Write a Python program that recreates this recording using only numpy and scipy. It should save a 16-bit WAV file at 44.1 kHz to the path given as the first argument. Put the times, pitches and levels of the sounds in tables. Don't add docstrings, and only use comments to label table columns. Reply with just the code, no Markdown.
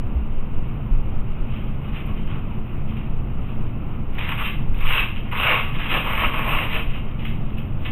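import sys
import numpy as np
from scipy import signal
from scipy.fft import rfft, irfft, next_fast_len
from scipy.io import wavfile
from scipy.ndimage import uniform_filter1d, minimum_filter1d

SR = 44100
rng = np.random.default_rng(int(sys.argv[2]) if len(sys.argv) > 2 else 0)


def generate_wav(signal):
    frames = np.transpose(np.atleast_2d(signal))
    scaled = np.clip(frames, -1, 1) * 32767
    pcm = np.round(scaled).astype(np.int16)
    wavfile.write(sys.argv[1], SR, pcm)


def invert_db(x):
    u = np.asarray(x, float) / 20
    return 10 ** u


N = 348831
TIME_S = np.arange(N) / SR
BRACE_OPENS_S, BRACE_OPENING_S = 5.03, 0.86


def evened(x):
    return x / np.sqrt(np.mean(x ** 2) + 1e-30)


def colour(x, points):
    point_hz, point_db = np.transpose(points)
    size = next_fast_len(N + 8192)
    wide = np.pad(x, (4096, size - N - 4096), "reflect")
    hz = np.fft.rfftfreq(size, 1 / SR)
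    gain_db = np.interp(np.log(hz + 1), np.log(point_hz + 1), point_db)
    return irfft(rfft(wide) * invert_db(gain_db), size)[4096:][:N]


def drift(rate_hz):
    knots_per_s = 400
    knots = rng.standard_normal(int(N / SR * knots_per_s))
    smooth = signal.lfilter([1], [1, -np.exp(-2 * np.pi * rate_hz / knots_per_s)], knots)
    return np.interp(np.arange(N), np.linspace(0, N, len(smooth)), evened(smooth))


def ring(x, hz, width_hz):
    pole = np.exp((2j * np.pi * hz - np.pi * width_hz) / SR)
    once = signal.lfilter([1 - abs(pole)], [1, -pole], x)
    return 2 * signal.lfilter([1 - abs(pole)], [1, -pole], once).real


def body(x, modes, tilt_db=0):
    uneven, wander_db = 0.74, 1.44
    out = np.zeros(N)
    for k, (hz, width_hz, db) in enumerate(modes):
        struck = x * (1 + uneven * rng.standard_normal(N)) / np.sqrt(1 + uneven ** 2)
        level_db = db + tilt_db * np.log2(hz / 2500) + wander_db * drift(2.6)
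        out += (-1) ** k * invert_db(level_db) * ring(struck, hz, width_hz)
    return out


# start in seconds, let-go in seconds, pull in dB, shell share in dB, hook fizz share in
# dB.
TUGS = [(4.13, 4.168, -45, 0, -23.5), (4.179, 4.19, -30.5, -3, -28.5), (4.195, 4.25, -33, -12, -25.5),
        (4.27, 4.313, -31.5, -1, -19), (4.369, 4.411, -30, 1, -17), (4.41, 4.482, -27.5, -13.5, -21.5),
        (4.732, 4.794, -42, -6, -19), (4.786, 4.854, -34.5, 2, -16.5), (4.851, 4.925, -23, -6, -18),
        (4.895, 4.997, -20, -7.5, -24), (5.147, 5.176, -39, -15, -25), (5.228, 5.284, -44, -2.5, -27),
        (5.309, 5.33, -32.5, 5.5, -21.5), (5.339, 5.433, -23, -4, -20.5), (5.425, 5.501, -19.5, -2, -25.5),
        (5.5, 5.561, -22.5, -2, -23.5), (5.58, 5.643, -38, -3, -18.5), (5.65, 5.705, -38, -4, -21),
        (5.726, 5.759, -35, -6, -26), (5.781, 5.812, -27.5, -8, -28), (5.834, 5.87, -28.5, -5.5, -23.5),
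         (5.879, 5.975, -23, -3.5, -21), (6.01, 6.13, -27, 0.5, -19), (6.13, 6.198, -26.5, -3, -19.5),
         (6.179, 6.24, -23.5, -3, -23.5), (6.24, 6.271, -28.5, -9.5, -22), (6.316, 6.351, -28.5, 0.5, -20),
         (6.347, 6.431, -31, 1.5, -18.5), (6.431, 6.536, -25, -0.5, -18.5), (6.515, 6.639, -27, -3.5, -21),
         (6.688, 6.776, -27, -3.5, -20.5), (6.884, 6.973, -38.5, -7, -25.5), (7.848, 7.858, -31, -9, -28)]
RUSTLES = [(.6, .72, -51.5, -1.5, -23), (1.1, 1.202, -56.5, 1.5, -28.5), (1.3, 1.4, -52, 2, -27),
           (1.45, 1.58, -44.5, -2, -25.5), (1.614, 1.7, -53, -0.5, -20), (1.795, 1.884, -45.5, -1.5, -22),
           (1.926, 1.978, -39, -5, -25.5), (2.06, 2.09, -44, 2.5, -23), (2.15, 2.19, -48, -14.5, -24),
           (2.26, 2.342, -43.5, 3, -29), (2.45, 2.525, -51.5, -8, -26), (2.648, 2.732, -52, 1.5, -20.5),
           (2.86, 2.906, -46.5, -2, -25), (2.958, 2.974, -45.5, -7, -27), (3.41, 3.506, -49.5, -4, -23),
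           (3.548, 3.696, -60, -3, -20.5), (3.885, 3.91, -54.5, 5.5, -25), (7.035, 7.12, -50, 1, -30),
           (7.17, 7.223, -44, -12, -24), (7.239, 7.273, -38, -18, -22), (7.4, 7.497, -50.5, -8, -25),
           (7.563, 7.587, -44, -33, -20), (7.776, 7.83, -50, -6, -20), (7.833, 7.855, -44, -9, -24)]


def handling():
    tug_let_go_db_s, rustle_let_go_db_s = 253, 153.5
    creep_db, creep_shell_db, creep_fizz_db = -58.5, -1.5, -20.5
    pad_share_db, pad_opening_db = -14.5, 6.5
    t = np.arange(0, N / SR + .002, .001)
    rows = [(*r, tug_let_go_db_s) for r in TUGS]
    rows += [(*r, rustle_let_go_db_s) for r in RUSTLES]
    start, end, db, shell_db, fizz_db, fall_db_s = np.transpose(rows)[:, :, None]
    swell = np.sin(np.pi / 2 * np.clip((t - start) / (end - start), 0, 1))
    fade_db = -fall_db_s * np.maximum(t - end, 0)

    pad_db = pad_share_db + 0.34 * shell_db + 0.11 * (db + 29.5)
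    opened = np.clip((start - BRACE_OPENS_S) / BRACE_OPENING_S, 0, 1)
    pad_db = pad_db + pad_opening_db * opened * (db > -38)

    parts = [swell ** 0.62 * invert_db(db + fade_db),
             swell * invert_db(db + shell_db + fade_db),
             swell ** 0.7 * invert_db(db + fizz_db + 0.8 * fade_db),
             swell * invert_db(db + pad_db + fade_db)]
    still_db = creep_db + np.array([0, creep_shell_db, creep_fizz_db, pad_share_db])
    drives = [np.sqrt((p ** 2).sum(0) + invert_db(s) ** 2) for p, s in zip(parts, still_db)]

    shell_over_strap_db = 20 * np.log10(drives[1] / drives[0])
    strap_db = 20 * np.log10(drives[0])
    tilt_db = np.clip(2 - 0.4 * shell_over_strap_db - 0.071 * (strap_db + 35), -12, 13)
    return [np.interp(TIME_S, t, d) for d in drives + [tilt_db]]


def hook_snaps():
    snaps_per_s, spread_db, clump_db = 3200, 2, 0.3
    slips_per_s, slip_ms, slip_size = 110, 4.7, 0.23
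    size = invert_db(spread_db * np.minimum(rng.exponential(1, N), 5) + clump_db * drift(35.0))
    slips = np.minimum(rng.exponential(1, N), 3) * (rng.random(N) < slips_per_s / SR)
    slipping = signal.lfilter([1], [1, -np.exp(-1000 / SR / slip_ms)], slips)
    size = size * (1 + slip_size * slipping)
    return evened(size * rng.choice([-1., 1.], N) * (rng.random(N) < snaps_per_s / SR))


# time in seconds, strap level in dB, fizz share in dB, scrape length in ms.
TICKS = [(0.679, -44, -12, 3), (1.9462, -26, -40, 4.3), (2.0614, -37, -11, 2.7), (2.068, -41.5, -5, 3),
         (2.274, -32, -19, 3), (2.3125, -25, -44, 2.8), (2.881, -35, -27, 3), (2.8945, -35, -20, 3),
         (2.9683, -28, -25.5, 3), (4.1305, -35, -20, 2.6), (4.149, -32, -18, 3), (4.188, -28, -18, 3.7),
         (4.2373, -25.5, -23, 3.7), (4.25, -17.5, -30, 3), (4.2903, -33, -18, 3),
         (4.379, -21.5, -23.5, 2.3), (4.743, -25, -22, 3), (4.7794, -34.5, -10, 2.1),
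         (4.806, -19, -23.5, 3), (5.3159, -27, -15.5, 3.6), (5.7464, -24, -31, 3.3), (5.9, -10, -34, 3.5),
         (6.339, -21, -31, 3), (7.1928, -24, -34, 2.7), (7.252, -18, -28, 5.8), (7.5826, -24.5, -22, 6),
         (7.8563, -32, -37, 5.3)]


def ticks():
    hard, bright = np.zeros((2, N))
    for s, db, share_db, ms in TICKS:
        burst = rng.standard_normal(1500) * np.exp(-np.arange(1500) / SR * 1000 / max(ms, .3))
        hard[round(s * SR):][:1500] += invert_db(db - 10.5) * burst
        bright[round(s * SR):][:1500] += invert_db(db + share_db - 6.5) * burst
    return hard, bright


# frequency in Hz, width in Hz, level in dB.
STRAP = [(1730, 280, -6.5), (1990, 560, -10), (2188, 920, -1.5), (2583, 370, -1), (2855, 390, -4),
         (3132, 270, 1), (3537, 1000, -2.5)]
SHELL = [(723, 43, -12.5), (938, 280, -1), (1091, 140, 5.5), (1197, 280, 0.5), (1472, 340, -7)]
PADDING = [(270, 220, 1.5), (455, 100, -1.5), (610, 240, 3)]
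# frequency in Hz, density in dB per Hz.
FIZZ = [(6000, 5), (9000, 4.5), (11500, -6), (12400, -5.5), (13500, -7.5), (16000, -20)]
TICK_FIZZ = [(4500, -82), (6000, -8), (9500, 3.5), (11500, -7), (12500, 0.5), (14600, -10), (15200, -20)]


def straps():
    pull, shell, fizz, padding, tilt_db = handling()
    shut = np.clip(1 - (TIME_S - BRACE_OPENS_S) / BRACE_OPENING_S, 0, 1)
    shell_tilt_db, pad_tilt_db = 10.5 * shut ** 6, 8.5 * shut
    shell = shell * invert_db(1.1 * shell_tilt_db)
    padding = padding * invert_db(2.07 * pad_tilt_db)

    snaps = hook_snaps()
    hard, bright = ticks()
    strap_ring = invert_db(11.5) * body(pull * snaps + hard, STRAP, tilt_db)
    shell_ring = invert_db(10.5) * body(shell * snaps + 0.22 * hard, SHELL, shell_tilt_db)
    pad_ring = invert_db(14.0) * body(padding * snaps, PADDING, pad_tilt_db)

    hiss = [(4500, -80), *FIZZ]
    loss = np.std(recorder_tone(colour(snaps, hiss)))
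    hissing = invert_db(-1.5) * (colour(fizz * snaps, hiss) + colour(bright, TICK_FIZZ)) / loss
    return strap_ring + shell_ring + pad_ring + hissing


def slide():
    centre_s, half_s, hz, width_hz, level_db = 7.84, .04, 14200, 700, -56
    swell = np.exp(-((TIME_S - centre_s) / half_s) ** 2)
    return invert_db(level_db) * swell * evened(ring(rng.standard_normal(N), hz, width_hz))


def room(x):
    t60_s, spacing = 0.45, 22
    taps = np.zeros(SR // 2)
    at = np.arange(200, len(taps) - spacing, spacing)
    taps[at + rng.integers(0, spacing, len(at))] = rng.choice([-1., 1.], len(at))
    t = np.arange(len(taps)) / SR
    low = signal.lfilter(*signal.butter(2, 6000, fs=SR), taps)
    tail = low * invert_db(-60 * t / t60_s) + (taps - low) * invert_db(-60 * t / (0.84 * t60_s))
    return signal.fftconvolve(x, tail / np.linalg.norm(tail))[:N]


# time in seconds, frequency in Hz, level in dB, t60 in seconds, rise in seconds,
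# pitch drop as a fraction.
BUMPS = [
    (0.15, 61, -6.5, 0.19, 0.014, 0),
    (0.909, 17, -6.5, 0.79, 0.01, 0.96),
]


def bumps():
    out = np.zeros(N)
    for s, hz, db, t60_s, rise_s, drop in BUMPS:
        t = np.maximum(TIME_S - s, 0)
        turns = hz * (t + drop * 0.038 * (1 - np.exp(-t / 0.039)))
        out += invert_db(db - 60 * t / t60_s) * (1 - np.exp(-t / rise_s)) * np.sin(2 * np.pi * turns)
    return out


# frequency in Hz, density in dB per Hz.
AIR = [(2, -24), (11, 2.5), (18, -4), (26, -10), (50, -17), (130, -24), (170, -24.5), (260, -30),
       (500, -41), (1250, -45.5), (1700, -57.5), (2600, -52.5), (9000, -63.5), (16000, -60.5)]
# time in seconds, level in dB.
SURGE = [(0, -25.5), (.35, -20.5), (.85, -27), (1.05, -15), (1.5, -22), (1.7, -23.5), (2.1, -21),
         (2.8, -26), (4.0, -22), (4.4, -27.5), (4.8, -16), (5.5, -25), (6.6, -19.5), (7.4, -25.5),
         (7.91, -23)]
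# frequency in Hz, width in Hz, level in dB.
DUCT = [(90.7, 9, -40.5), (119.4, 14, -37), (144.8, 5.8, -41), (216.85, 9.1, -42)]


def ventilation():
    tone = invert_db(-21.5) * evened(colour(rng.standard_normal(N), AIR))
    deep = colour(tone, [(40, 0), (60, -60)])
    surge_s, surge_db = np.transpose(SURGE)
    surge = invert_db(np.interp(TIME_S, surge_s, surge_db)) * evened(deep)
    hums = sum(invert_db(db) * evened(ring(rng.standard_normal(N), hz, width_hz)) for hz, width_hz, db in DUCT)
    return (tone - deep) * invert_db(0.44 * drift(3.0)) + surge + hums


# frequency in Hz, gain in dB.
EQUALISER = [(2900, 1.5), (3300, -11), (3800, -15), (4050, -23), (4200, -49), (4300, -110), (7500, -110),
             (7700, -50), (7900, -41), (8400, -33.5), (11880, -27.5), (11990, -13), (15560, -14.5),
             (15760, -96)]


def recorder_tone(x):
    return colour(x, EQUALISER)


def scene():
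    near = straps() + slide()
    rips = near + invert_db(-5) * room(near)
    power = abs(uniform_filter1d(recorder_tone(rips) ** 2, 16000))
    loud_db = 10 * np.log10(power + 1e-12)
    duck_db = -.2 * np.maximum(loud_db + 32.5, 0)
    return (rips + ventilation() * invert_db(duck_db) + bumps())[None]


def roll_off(x):
    return signal.sosfilt(signal.butter(12, 15690, fs=SR, output="sos"), x)


def record(dry):
    limit = 0.5
    heard = recorder_tone(dry[0])
    ease = minimum_filter1d(np.minimum(limit / (abs(heard) + 1e-9), 1), size=441)
    heard = heard * uniform_filter1d(uniform_filter1d(ease, size=220), size=220)
    return roll_off(heard[None])


dry = scene()
out = record(dry)
generate_wav(out)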